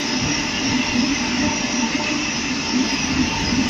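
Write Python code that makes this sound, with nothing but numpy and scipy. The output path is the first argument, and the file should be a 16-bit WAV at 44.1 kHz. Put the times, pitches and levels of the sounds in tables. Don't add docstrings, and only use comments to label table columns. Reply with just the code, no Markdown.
import sys
import numpy as np
from scipy import signal
from scipy.fft import rfft, irfft, next_fast_len
from scipy.io import wavfile
from scipy.ndimage import uniform_filter1d, map_coordinates

SR = 44100
rng = np.random.default_rng(int(sys.argv[2]) if len(sys.argv) > 2 else 0)


def ratio(d):
    e = np.asarray(d, float) / 20
    return 10 ** e


def inscribe(sig):
    pcm = np.round(np.clip(np.atleast_2d(sig).T, -1, 1) * 32767)
    wavfile.write(sys.argv[1], SR, pcm.astype(np.int16))


N = 162729

WHINE_ORDERS = [3, 6, 24, 34.75, 41.95, 47]
# [level/dB rms, beating depth/dB]
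WHINE_LEVELS = [(-45.5, 1), (-38.5, 2.5), (-50, 3), (-52.5, 3.5), (-47, 2.5), (-46.5, 1.5)]
# [t/s, level/dB]
SECOND_PASS = [(0.0, -40), (0.03, -44), (1.05, -40), (1.32, -44), (1.48, -37), (1.63, -42.5), (1.82, -38.5),
               (1.87, -61), (1.98, -36.5), (2.3, -41), (2.33, -52.5), (3.69, -49.5)]
# [t/s, length/s, level/dB rms]
CUT_SWELLS = [(0.116, 0.096, -34), (0.296, 0.054, -39), (0.424, .06, -34), (0.718, 0.097, -29.5),
              (0.897, 0.067, -33.5), (1.257, 0.14, -34), (1.502, 0.087, -28.5), (1.85, 0.095, -33.5),
              (2.021, 0.089, -32), (2.372, 0.086, -43), (2.719, 0.095, -39), (2.907, 0.068, -36),
              (3.07, 0.11, -42), (3.391, .17, -29)]


def rotor():
    shaft_hz, drift = 49.95, 0.0012
    flutter_rad, smear = 0.41, 0.37
    turn = 2 * np.pi * np.cumsum(shaft_hz * (1 + drift * wobble(6.06))) / SR

    def tone(order, db):
        level = ratio(db + 3.5 * wobble(25.0))
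        return level * np.sin(order * turn + order + flutter_rad * wobble(30))

    whine = sum(tone(order, db + deep_db * wobble(6.85))
                for order, (db, deep_db) in zip(WHINE_ORDERS, WHINE_LEVELS))
    cut_level = ratio(-41) + sum(swell(*row) for row in CUT_SWELLS)
    cut_tone = 0.56 * np.sin(18 * turn + flutter_rad * wobble(30))
    cuts = cut_level * (cut_tone + smear * narrow(18 * shaft_hz, 74))
    gust_db = uniform_filter1d(curve(WIND_GUSTS), size=SR // 2)
    shudder = tone(0.98, -46 + gust_db - gust_db.mean())
    pass_db = curve(SECOND_PASS)
    passing = tone(12, pass_db - 1.5) + smear * ratio(pass_db) * narrow(12 * shaft_hz, 40)
    return np.sqrt(2) * (whine + cuts + shudder + passing)


# [f/Hz, width/Hz, level/dB]
DRUM_MODES = [(220.5, 21, 3.5), (243, 22, 5), (268, 16, -2), (291, 25, 2)]
# [t/s, length/s, level/dB rms]
AIR_SURGES = [(0.149, 0.24, -29), (0.725, 0.13, -21.5), (1.023, 0.23, -22.5), (1.42, 0.27, -22),
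              (1.801, 0.2, -27), (2.132, 0.28, -27), (2.449, 0.21, -27), (2.793, 0.15, -21.5),
              (2.93, 0.053, -25), (3.206, 0.26, -21), (3.602, 0.25, -19)]
# [t/s, f/Hz, level/dB rms]
HOWL_THROBS = [(0.046, 272, -26), (0.13, 268, -27), (0.164, 250.6, -23), (0.233, 253, -23.5),
               (0.301, 292, -26), (0.32, 293.4, -24), (0.637, 253.6, -23.5), (0.664, 275, -20.5),
               (0.714, 243.4, -23), (0.759, 258.7, -21), (0.799, 268, -17), (0.933, 259, -23.5),
               (0.967, 242.3, -18.5), (0.993, 245.5, -16.5), (1.034, 240.4, -16.8), (1.089, 258, -19.5),
               (1.12, 265.2, -18.5), (1.234, 251.2, -23.5), (1.317, 257, -25), (1.363, 238.8, -22.5),
               (1.38, 236, -23), (1.396, 253, -17.5), (1.416, 253, -18.5), (1.454, 242.4, -24),
               (1.48, 245.3, -22.5), (1.646, 235.7, -20.5), (1.748, 249.8, -22), (1.771, 236.3, -24),
               (1.79, 259.9, -19.5), (1.836, 245.6, -18), (1.863, 232.9, -22), (1.954, 252, -20.5),
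               (2.13, 292.9, -24), (2.38, 243, -24), (2.5, 283.5, -29), (2.516, 269.2, -24),
               (2.592, 261.1, -25.5), (2.765, 242.5, -19), (2.797, 247.7, -24), (2.815, 259, -20),
               (2.834, 250.4, -28), (2.866, 238.6, -24), (2.93, 266, -20), (3.051, 273.5, -22),
               (3.08, 248.7, -31), (3.112, 269, -26), (3.135, 255.6, -22.5), (3.168, 269.8, -20),
               (3.193, 274.6, -17.5), (3.213, 255, -19.5), (3.237, 259, -31), (3.266, 237, -21),
               (3.411, 287, -24.5), (3.535, 251, -22), (3.563, 249.7, -27), (3.594, 262.3, -18.5),
               (3.623, 250, -19), (3.662, 243, -27)]
# [f/Hz, level/dB per Hz]
AIR_COLOUR = [(71, -44), (120, -14.5), (270, -4.5), (530, -16), (700, -15), (893, -11), (1120, -14.5),
              (1590, -17.5), (1700, -35), (2210, -52), (3740, -120)]


def drum():
    rest_db, howl_db, boom_db = -28, -11.5, -4.5
    surge = np.sqrt(ratio(2 * rest_db) + sum(swell(*row) ** 2 for row in AIR_SURGES))

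    def resonance(f):
        modes = sum(ratio(db) * peak(f, hz, width_hz) for hz, width_hz, db in DRUM_MODES)
        return modes * peak(f, 246, 120)

    boom = even(unit(filtered(rng.standard_normal(N), resonance)), 0.019)
    throb_power = sum(swell(s, 0.027, db) ** 2 for s, hz, db in HOWL_THROBS)
    howl_level = np.sqrt((ratio(howl_db) * surge) ** 2 + throb_power)
    howl_hz = curve(HOWL_THROBS) + 9 * wobble(40)
    howl = np.sqrt(2) * np.sin(2 * np.pi * np.cumsum(howl_hz) / SR)
    air = ratio(-30) * unit(surge) ** 0.055 * rush(AIR_COLOUR, patchy_db=2.0)
    return ratio(boom_db) * surge * boom + howl_level * howl + air


# [t/s, level/dB]
STRAW_FEED = [(0.0, -27.5), (0.52, -28.5), (0.53, -26.5), (1.87, -29), (1.96, -27), (1.98, -32),
              (2.1, -26.5), (2.14, -29), (2.5, -28.5), (2.56, -30), (2.93, -26.5), (3.69, -29)]
# [f/Hz, level/dB per Hz]
SPRAY_COLOUR = [(880, -30), (1500, -25), (1630, -13), (2030, -2), (2300, -10), (2660, -1.5), (3160, -8.5),
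                (3850, -11.5), (4700, -15), (6110, -53), (10300, -120)]
# [f/Hz, level/dB per Hz]
SCREEN_COLOUR = [(2590, -37), (4400, -13), (4760, -7), (5080, -4.5), (5880, -3), (7070, -21), (7380, -25),
                 (9590, -57), (16200, -120)]
CASING_HZ = [1738, 2580, 2740, 4990, 5025, 5110, 5205, 5465, 5728, 6050, 6335, 6410]
# [width/Hz, level/dB rms]
CASING_RINGING = [(25, -45.5), (51, -41), (70.4, -42.5), (25, -45), (25, -52.5), (37, -45.5), (25, -40.5),
                  (38, -44), (30, -42.5), (50, -44), (35, -53), (35, -55)]
# [t/s, f/Hz, length/s, level/dB rms]
PANEL_CLUMPS = [(.11, 5090, 0.14, -29.5), (0.304, 2560, 0.071, -33), (0.307, 5700, 0.16, -28),
                (0.358, 5445, 0.063, -27), (.41, 2760, .06, -33.5), (.5, 5180, .1, -32),
                (0.563, 2700, 0.065, -36), (0.587, 2860, .06, -29.5), (0.668, 5460, 0.083, -32),
                (.74, 2790, 0.045, -32), (0.822, 2694, 0.045, -25), (0.87, 5450, .05, -32),
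                (.9, 2754, 0.1, -28.5), (.99, 2535, 0.11, -33), (1.04, 5200, 0.13, -29),
                (1.11, 5750, 0.14, -40), (1.18, 2570, 0.046, -25.5), (1.242, 5000, .07, -33),
                (1.369, 2818, 0.059, -34), (1.425, 5693, 0.09, -32.5), (1.444, 2580, .1, -33),
                (1.581, 2740, 0.057, -35), (1.582, 5715, .15, -29.5), (1.721, 5080, 0.099, -39),
                (1.77, 5705, 0.21, -29.5), (1.824, 2720, 0.023, -29.5), (1.956, 2107, 0.12, -31),
                (2.079, 2589, .11, -27.5), (2.221, 2710, 0.034, -33), (2.268, 2626, 0.12, -29),
                (2.35, 5745, .09, -32), (2.373, 5130, 0.041, -30), (2.48, 2666, .1, -30.5),
                (2.708, 5163, 0.088, -38), (2.71, 5515, 0.11, -30), (2.871, 5714, .2, -33.5),
                (2.93, 5027, 0.15, -27.5), (3.011, 2580, 0.097, -28), (3.048, 5810, 0.082, -28),
                (3.309, 2740, 0.11, -35), (3.479, 5010, 0.071, -26.5), (3.607, 2630, 0.068, -30)]


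def straw():
    spray = ratio(curve(STRAW_FEED) - 0.5) * rush(SPRAY_COLOUR, patchy_db=1.94)
    screen = ratio(-32 + 0.16 * wobble(5.09)) * rush(SCREEN_COLOUR, patchy_db=3.5)
    ringing = sum(ratio(db + 1.9 * wobble(7.81)) * narrow(hz, width_hz)
                  for hz, (width_hz, db) in zip(CASING_HZ, CASING_RINGING))
    rattles = sum(swell(s, length, db) * narrow(hz, width_hz=80) for s, hz, length, db in PANEL_CLUMPS)
    return spray + screen + ringing + rattles


# [t/s, peak level/dB, f/Hz]
GRIT_HITS = [
    (2.0417, -13, 4600),
]


def grit():
    return ticks(GRIT_HITS)


# [t/s, level/dB]
WIND_GUSTS = [(0.0, -42), (0.17, -47), (0.27, -39), (0.33, -36), (0.61, -40.5), (0.71, -31), (0.76, -42),
              (0.97, -33.5), (1.2, -42.5), (1.28, -34), (1.31, -42), (1.48, -26.5), (1.51, -42),
              (2.86, -41), (3.21, -28), (3.29, -33), (3.46, -29.5), (3.69, -33)]
# [f/Hz, level/dB per Hz]
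THUMP_COLOUR = [(12, -27), (40, -6), (50, -12), (86, 3), (110, -2.5), (150, -2), (200, -5), (260, -24),
                (440, -120)]
# [t/s, f/Hz, length/s, level/dB rms]
GUST_FRONTS = [
    (0.253, 121, 0.083, -23),
    (0.712, 101, 0.046, -26),
    (3.195, 110, 0.12, -30),
    (3.449, 92.93, 0.079, -25),
]


def wind():
    buffeting = ratio(curve(WIND_GUSTS) + 1.0) * even(rush(THUMP_COLOUR, patchy_db=3.0), 0.019)
    fronts = sum(swell(s, length, db) * narrow(hz, width_hz=90) for s, hz, length, db in GUST_FRONTS)
    return buffeting + fronts


# [t/s, level/dB]
HISS_SWELL_DB = [(0.0, -40), (0.01, -60), (0.05, -61.5), (2.72, -66.5), (2.95, -57), (2.96, -61.5),
                 (3.68, -64), (3.69, -38)]
# [f/Hz, level/dB per Hz]
HISS_COLOUR = [(7300, -62), (7700, 2), (8200, 3), (9200, -4.5), (11000, -5.5), (13950, -6.5), (14020, -64),
               (15000, -120)]


def microphone_hiss():
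    return ratio(curve(HISS_SWELL_DB) + 5.0 + 0.31 * wobble(15)) * rush(HISS_COLOUR, patchy_db=1.0)


# [f/Hz, wide gaps, small gaps]
GAP_THRESHOLDS = [(7000, -4, -3), (7600, -.5, -.6), (8000, 1.5, -.1), (8300, .4, -.2), (8800, -.6, -.3),
                  (9600, -2.1, -.45), (14000, -3, -.45)]
GAP_MOMENTS = [.2, .33, .6, 1.57, 1.8, 2.3, 2.7, 3.19]


def gapped(x):
    f, t, z = signal.stft(x, SR, nperseg=2048, noverlap=1536)

    def field(bins, frames):
        across = uniform_filter1d(rng.standard_normal(z.shape), size=bins, axis=0)
        return unit(uniform_filter1d(across, size=frames, axis=1))

    hz, wide, small = np.transpose(GAP_THRESHOLDS)
    moments = sum(np.exp(-4 * ((t - s) / 0.14) ** 2) for s in GAP_MOMENTS)
    pull = 1.6 * (moments - 0.3) * (f > hz[0])[:, None]
    keep_wide = field(24, 4) > np.interp(f, hz, wide)[:, None] + pull
    keep_small = field(5, 5) > np.interp(f, hz, small)[:, None]
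    return signal.istft(z * (keep_wide & keep_small), SR, nperseg=2048, noverlap=1536)[1][:N]


# [t/s, peak level/dB, f/Hz]
RECORDER_CLICKS = [
    (3.4103, -36, 11500),
]


def recorder_click():
    return ticks(RECORDER_CLICKS)


def unit(x):
    return x / np.sqrt(np.mean(x ** 2) + 1e-20)


def curve(rows, count=1):
    columns = np.transpose(rows)
    return np.interp(np.arange(N) / SR, columns[0], columns[count])


def wobble(rate):
    return map_coordinates(rng.standard_normal(400), [np.arange(N) * rate / SR])


def swell(s, length, db):
    return ratio(db) * np.exp(-4 * ((np.arange(N) / SR - s) / length) ** 2)


def filtered(x, response):
    m = next_fast_len(N + 8192)
    return irfft(rfft(x, m) * response(np.fft.rfftfreq(m, 1 / SR)), m)[:N]


def peak(f, hz, width_hz):
    return 1j * f * width_hz / (hz * hz - f * f + 1j * f * width_hz)


def rush(spectrum, patchy_db):
    z = signal.stft(rng.standard_normal(N), nperseg=1024)[2]
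    across = uniform_filter1d(rng.standard_normal(z.shape), size=4, axis=0)
    field = uniform_filter1d(across, size=7, axis=1)
    x = signal.istft(z * ratio(patchy_db * unit(field)), nperseg=1024)[1][:N]
    f, db = np.transpose(spectrum)
    return unit(filtered(x, lambda hz: ratio(np.interp(np.log(hz + 1), np.log(f + 1), db))))


def narrow(hz, width_hz):
    mode = signal.iirpeak(hz, hz / width_hz, SR)
    once = signal.lfilter(*mode, rng.standard_normal(N))
    return even(unit(signal.lfilter(*mode, once)), 0.014)


def even(x, seconds):
    size = int(seconds * SR)
    envelope = uniform_filter1d(uniform_filter1d(np.abs(x), size=size), size=size)
    return unit(x / (envelope + 1e-3) ** 0.41)


def ticks(rows):
    out = np.zeros(N)
    for s, db, hz in rows:
        cycles = (np.arange(N) / SR - s) * hz
        out += ratio(db) * np.exp(-(cycles / 1.7) ** 2) * np.sin(2 * np.pi * cycles)
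    return out


def scene():
    return (rotor() + drum() + straw() + grit() + wind())[None]


def low_pass(x):
    return signal.sosfilt(signal.butter(12, 15900, fs=SR, output="sos"), x)


def record(dry):
    edge_hz, edge_width_hz = 7920, 130
    sound = filtered(dry[0], lambda f: 1 / (1 + np.exp(np.clip((f - edge_hz) / edge_width_hz, -50, 50))))
    mix = gapped(sound + microphone_hiss()) + recorder_click()
    return low_pass(mix[None])


dry = scene()
out = record(dry)
inscribe(out)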